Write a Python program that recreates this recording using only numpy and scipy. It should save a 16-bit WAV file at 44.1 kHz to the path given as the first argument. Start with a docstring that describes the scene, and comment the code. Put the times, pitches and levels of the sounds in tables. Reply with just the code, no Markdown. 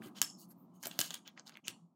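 """Plastic pens and pencils are rummaged in a pencil case, close by in a small, echoing room.
Their barrels rub, tap, scrape and click together in clusters. The case booms when bumped,
a hollow wall rings when a pen drops on it, and a metal clip and tip ring on after sharp clicks.
Under it all lie a dull room rumble and a faint low tone. A noise suppressor softens quiet hiss."""
import sys
import numpy as np
from scipy import signal
from scipy.fft import rfft, irfft
from scipy.io import wavfile
from scipy.ndimage import uniform_filter1d

SR = 44100
rng = np.random.default_rng(int(sys.argv[2]) if len(sys.argv) > 2 else 0)


def persist_wave(psi):
    """Save psi, clipped to +-1, as 16-bit WAV."""
    counts = np.round(np.clip(psi, -1, 1) * 32767).astype(np.int16)
    wavfile.write(sys.argv[1], SR, np.atleast_2d(counts).T)


N = 85995
TIME = np.arange(N) / SR
CONTACT_MS = np.arange(1024) / SR * 1000  # time within one tap or click


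def gain(db):
    """Turn decibels into a number to multiply by."""
    return 10 ** (np.asarray(db) / 20)


def unit(x):
    """Scale a sound to an average (rms) strength of 1."""
    return x / np.sqrt(np.mean(x ** 2))


def add(out, at, x):
    """Mix x in at a time in seconds."""
    i = int(at * SR)
    out[i:i + len(x)] += x[:max(N - i, 0)]


def swell(start, length):
    """A level that rises and falls once, like a push of the hand."""
    return np.sin(np.pi * np.clip((TIME - start) / length, 0, 1))


def bands(x):
    """Split a sound into four bands, low to high: thud, knock, snap and tick."""
    edges_hz = [(480, 2150), (2798, 3623), (4100, 7200), (7700, 15800)]
    return [signal.sosfilt(signal.butter(order, edges, "band", fs=SR, output="sos"), x)
            for order, edges in zip((3, 2, 4, 4), edges_hz)]


def ring(tones, detune=0):
    """A struck object's tones, each falling 60 dB in its fade time; detune shifts them at random."""
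    t, out = np.arange(SR // 2) / SR, 0
    for hz, db, fade in tones:
        pitch = hz * (1 + detune * rng.standard_normal())
        out = out + gain(db - 60 * t / fade) * np.sin(2 * np.pi * pitch * t)
    return out


def strikes(hits, tones, detune=0):
    """An object rings each time it is hit."""
    out = np.zeros(N)
    for at, db in hits:
        add(out, at, gain(db) * ring(tones, detune))
    return out


def rattle(top_hz):
    """The random shaking of a loose part, which blurs each tone it rings with."""
    return unit(signal.sosfilt(signal.butter(2, top_hz, fs=SR, output="sos"), rng.standard_normal(N)))


# The rumble's mix of low and high: f/Hz, relative level/dB
RUMBLE_SHAPE = [(30, -36), (65, -17), (100, -15.5), (170, -0.5), (235, 1.5), (330, -5), (470, -20.5),
                (680, -14), (1100, -15.5), (1300, -18.5), (1480, -33.5), (16000, -44)]
# How loud the rumble is: t/s, level/dB
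RUMBLE_LEVELS = [(0, -55), (.13, -58), (.45, -62.5), (.78, -63.5), (1.05, -58.5), (1.22, -66), (1.595, -65),
                 (1.61, -98), (1.635, -66.5), (1.72, -59.5), (1.87, -72.5), (1.95, -75)]


def rumble():
    """A dull room rumble wanders in level; a noise suppressor briefly mutes it once."""
    hz, db = np.transpose(RUMBLE_SHAPE)
    shape = gain(np.interp(np.log(np.fft.rfftfreq(N, 1 / SR) + 1), np.log(hz), db))
    noise = unit(irfft(rfft(rng.standard_normal(N)) * shape, N))
    return noise * gain(np.interp(TIME, *np.transpose(RUMBLE_LEVELS)))


# The path of the low tone: t/s, f/Hz, level/dB
TONE_PATH = [(0, 230.2, -56.5), (.22, 200, -68), (.36, 186, -62), (.6, 172, -66), (.8, 180, -77),
             (1.05, 169, -62.5), (1.15, 169, -69.5), (1.25, 172, -100), (1.74, 175, -84.5),
             (1.84, 170, -61.5), (1.95, 170, -95)]


def low_tone(waver_db=6):
    """A faint low tone drifts in pitch and wavers in level."""
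    times, hz, db = np.transpose(TONE_PATH)
    waver = np.interp(np.arange(N), np.linspace(0, N, 50), rng.standard_normal(50))
    phase = 2 * np.pi * np.cumsum(np.interp(TIME, times, hz)) / SR
    return np.sqrt(2) * np.sin(phase) * gain(np.interp(TIME, times, db) + waver_db * waver)


# Bumps on the case: t/s, level/dB
CASE_HITS = [(.004, -50), (.06, -47), (.2165, -53.5), (.857, -50.5), (.9907, -44), (1.6812, -52.5),
             (1.699, -59.5)]
# The case's tones: f/Hz, level/dB, fade/s
CASE_TONES = [(124, -13, 0.01), (235.6, 0.5, 0.13), (305, 0.5, 0.12), (354.3, -5.5, 0.12)]


def case_bumps():
    """The bumped case gives a short, low boom, a little different each time."""
    return strikes(CASE_HITS, CASE_TONES, detune=0.016)


# A pen barrel's tones, in slides and clicks: f/Hz, level/dB, fade/s
BARREL_TONES = [(1350, -9.5, .05), (1630, 3, .026), (3016, -5, .09), (3105, -3, .09), (3486, -6, .05),
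                (4280, -7.5, .06), (4420, -3, .05), (4755, -3, .06), (4985, 1, .045), (5610, -3, .05),
                (6626, 0, .045)]
# Barrel sliding on barrel: t/s, length/s, then level/dB for thud, knock, snap and tick
BARREL_SLIDES = [(0.005, 0.098, -61, -63, -67, -62), (0.146, 0.071, -63, -59, -58, -64),
                 (0.37, 0.096, -102, -83, -64, -62), (0.497, 0.036, -73, -79.5, -71, -65.5),
                 (0.733, 0.054, -86.5, -83.5, -79.5, -71), (0.794, 0.074, -91.5, -76.5, -70.5, -68),
                 (0.822, 0.062, -55, -59, -54, -62), (0.84, 0.22, -66.5, -64.5, -66.5, -67),
                 (0.984, 0.11, -59, -52.5, -51.5, -54), (1.073, 0.13, -63.5, -58.5, -62, -63.5),
                 (1.245, 0.064, -65, -62.5, -67, -81.5), (1.361, 0.06, -62.5, -70, -65.5, -110),
                 (1.452, 0.054, -67.5, -66.5, -63.5, -68), (1.48, 0.12, -69, -72, -73.5, -84),
                 (1.655, 0.065, -62.5, -59.5, -59, -62)]


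def slides(catches_per_s=1500, spread_db=2.5, catch_ms=0.4, smooth_hiss=1.5, ring_amount=0.32):
    """Barrels rub: tiny catches over a smooth hiss set them ringing, swelling with each push."""
    catches = rng.random(N) < catches_per_s / SR
    strength = gain(spread_db * np.minimum(rng.exponential(size=N), 4))
    grit = signal.lfilter([1], [1, -np.exp(-1000 / (catch_ms * SR))], catches * strength)
    friction = unit((unit(grit) + smooth_hiss) * rng.standard_normal(N))
    ringing = unit(signal.fftconvolve(friction, ring(BARREL_TONES))[:N])
    rub = [unit(band) for band in bands(friction + ring_amount * ringing)]
    out = np.zeros(N)
    for at, length, *levels in BARREL_SLIDES:
        out += swell(at, length) * sum(gain(db) * band for db, band in zip(levels, rub))
    return out


# Light taps on a held barrel: t/s, f/Hz, level/dB (as if packed into 1 ms)
BARREL_TAPS = [(.021, 1900, -46), (.186, 4600, -46), (1.3763, 2070, -44.5), (1.4705, 4440, -46.5),
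               (1.4774, 4500, -46), (1.522, 3130, -55.5), (1.542, 4330, -57), (1.5548, 2230, -47.5),
               (1.5713, 2130, -44), (1.675, 2500, -42)]


def taps(decay_ms=0.9):
    """A light touch makes a brief, soft chatter around one pitch; the held barrel barely rings."""
    out = np.zeros(N)
    for at, hz, db in BARREL_TAPS:
        chatter = rng.standard_normal(len(CONTACT_MS)) * np.exp(-CONTACT_MS / decay_ms)
        soft = signal.lfilter(*signal.butter(2, 2 * hz, fs=SR), chatter)
        tap = unit(signal.lfilter(*signal.iirpeak(hz, Q=3, fs=SR), soft))
        add(out, at, gain(db) * tap / np.sqrt(CONTACT_MS[-1]))
    return out


# Barrel hitting barrel: t/s, then level/dB for thud, knock, snap and tick, then decay/ms
BARREL_CLICKS = [(0.2165, -32, -26, -17, -20, 0.6), (0.2251, -51, -40, -37, -37, 2),
                 (0.2272, -44, -35, -34, -37, 0.5), (0.829, -52, -60, -43, -44, 0.6),
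                 (0.8355, -44, -48, -45, -41, 2), (0.8525, -53, -49, -42, -47, 1),
                 (0.8563, -41, -41, -38, -35, 1.6), (0.8699, -45, -48, -41, -33, 0.8),
                 (0.9127, -52, -39, -48, -54, 1.5), (0.9907, -33, -29, -22, -25, 1.1),
                 (0.9965, -45, -42, -41, -32, 0.5), (1.0035, -42, -34, -29, -26, 1.5),
                 (1.01, -45, -38, -34, -30, 1), (1.0131, -39, -30, -25, -34, 0.5),
                 (1.0148, -44, -34, -28, -34, 0.6), (1.1064, -44, -36, -36, -45, 0.9),
                 (1.1114, -49, -39, -49, -57, 1), (1.1405, -49, -40, -42, -49, 0.6),
                 (1.143, -51, -39, -36, -36, 0.9), (1.1533, -53, -41, -48, -48, 0.9),
                 (1.277, -53, -44, -44, -58, 0.5), (1.3961, -55, -58, -43, -88, 0.5),
                 (1.4943, -51, -53, -49, -53, 0.9), (1.5713, -58, -56, -67, -55, 0.7),
                 (1.6812, -41, -29, -31, -34, 0.7)]


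def clicks(contact_db=-1.5, ring_db=-19):
    """Barrels collide: a sharp spike and about a millisecond of chatter, then a brief ring."""
    out, hits = np.zeros(N), []
    spike = unit((CONTACT_MS == 0) * 1.0)
    for at, thud, knock, snap, tick, decay_ms in BARREL_CLICKS:
        chatter = unit(rng.standard_normal(len(CONTACT_MS)) * np.exp(-CONTACT_MS / decay_ms))
        contact = bands(0.43 * chatter + 0.285 * spike)
        click = sum(gain(db) * unit(band) for db, band in zip((thud, knock, snap, tick), contact))
        add(out, at, gain(contact_db) * click / np.sqrt(CONTACT_MS[-1]))
        hits.append((at, (knock + snap) / 2 + ring_db))
    return out + strikes(hits, BARREL_TONES, detune=0.0018)


# The hit on the pocket clip: t/s, level/dB
CLIP_STRIKES = [(.2165, -40)]
CLIP_TONES = [(3321, -14, .28), (4938, -10, .28), (5227, -6, .27), (5287, -3, .3), (5323, -1, .33),
              (5484, -8, .26), (6498, -12, .32), (7693, -9, .3), (10760, -9, .17)]


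def pocket_clip():
    """A loose metal pocket clip is struck and rattles as it rings."""
    return strikes(CLIP_STRIKES, CLIP_TONES) * unit(1 + rattle(top_hz=70))


# Pens scraping: t/s, length/s, middle f/Hz, width/Hz, level/dB
PEN_SCRAPES = [(0.382, 0.039, 15400, 1980, -65), (0.404, 0.049, 2910, 300, -76),
               (.477, 0.062, 12300, 2980, -64), (0.552, 0.12, 14200, 1540, -72),
               (0.716, 0.081, 3010, 218.6, -83), (0.728, 0.092, 6580, 700, -76.5),
               (1.267, 0.027, 3200, 500, -59.5), (1.268, .026, 15000, 1610, -63),
               (1.552, 0.057, 2200, 890, -67.5), (1.637, 0.038, 2750, 900, -62.5),
               (1.639, 0.068, 6360, 1110, -56.5)]


def scrapes():
    """A pen drags along a neighbour or the lining and sings in a narrow band of noise."""
    hz, out = np.fft.rfftfreq(N, 1 / SR), np.zeros(N)
    for at, length, middle, width, db in PEN_SCRAPES:
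        peak = 1 / (1 + (2 * (hz - middle) / width) ** 2)
        noise = unit(irfft(rfft(rng.standard_normal(N)) * peak, N))
        out += gain(db) * noise * swell(at, length)
    return out


# Hits on the pen tip: t/s, level/dB
TIP_STRIKES = [(.8563, -62), (.8699, -36.5)]
# The tip's tones: f/Hz, level/dB, fade/s
TIP_TONES = [(8050, -16, .2), (11960, -5, 0.05), (14200, -6.5, .09)]


def pen_tip():
    """A small, loose metal tip rings very high; fast rattling blurs its tones."""
    return strikes(TIP_STRIKES, TIP_TONES) * rattle(top_hz=350)


# Hits on the hollow wall: t/s, level/dB
WALL_HITS = [(.8565, -58), (.8685, -45.5), (.9907, -43)]
# The wall's tones: f/Hz, level/dB, fade/s
WALL_TONES = [(616, -1.7, 0.07), (689, 2.04, 0.045)]


def hollow_wall():
    """A pen drops against a hollow wall, which rings with two short tones."""
    return strikes(WALL_HITS, WALL_TONES)


# The room's echoes: f/Hz, level/dB compared with the direct sound, fade/s
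ROOM_ECHOES = [(253, -1.5, 0.062), (740, -12.5, 0.31), (2190, -6.5, 0.18), (3000, -12, 0.23),
               (6400, -14, 0.36), (9500, -10, 0.27), (15000, -9.5, 0.075)]


def room(x, delay_s=0.0016, build_s=0.0072):
    """Add dense echoes from the walls, which build up quickly and die away band by band."""
    t = np.arange(SR // 2) / SR
    log_hz = np.log(np.fft.rfftfreq(len(t), 1 / SR) + 1)
    log_middles = np.log([row[0] for row in ROOM_ECHOES])
    build = np.clip((t - delay_s) / build_s, 0, 1)
    noise, echoes = rfft(rng.standard_normal(len(t))), 0
    for (_, db, fade), this_band in zip(ROOM_ECHOES, np.eye(len(ROOM_ECHOES))):
        level = build * gain(-60 * t / fade)
        band = irfft(noise * np.interp(log_hz, log_middles, this_band), len(t))
        echoes = echoes + gain(db) * band * level / np.linalg.norm(level)
    return x + signal.fftconvolve(x, echoes)[:N]


def noise_suppressor(x, quiet_db=-90.5, deepest_cut_db=-6.5, full_above_hz=1600):
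    """Turn down each treble band while it is quiet, which shortens the echoes."""
    hz, _, spectrum = signal.stft(x, SR, nperseg=512, noverlap=384)
    power = uniform_filter1d(np.abs(spectrum) ** 2, size=9, axis=-2)  # smooth over pitch
    power = uniform_filter1d(power, size=3, axis=-1).clip(0)  # and over time
    kept = np.maximum(power / (power + gain(quiet_db) ** 2), gain(deepest_cut_db))
    treble = np.clip(2 * hz / full_above_hz - 1, 0, 1)[:, None]
    return signal.istft(spectrum * kept ** treble, SR, nperseg=512, noverlap=384)[1][..., :N]


def scene():
    """Pens and case echo in the room; the small sounds and the background get no echo."""
    pens = clicks() + slides() + case_bumps() + hollow_wall()
    metal = pocket_clip() + pen_tip()
    return (room(pens) + metal + taps() + scrapes() + rumble() + low_tone())[None]


def record(dry, bottom_hz=105, top_hz=16000):
    """The microphone loses the deep bass and the very top; quiet hiss is turned down."""
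    bass_cut = signal.butter(5, bottom_hz, "high", fs=SR, output="sos")
    top_cut = signal.ellip(8, 0.2, 70, top_hz, fs=SR, output="sos")
    return signal.sosfilt(top_cut, noise_suppressor(signal.sosfilt(bass_cut, dry)))


dry = scene()
out = record(dry)
persist_wave(out)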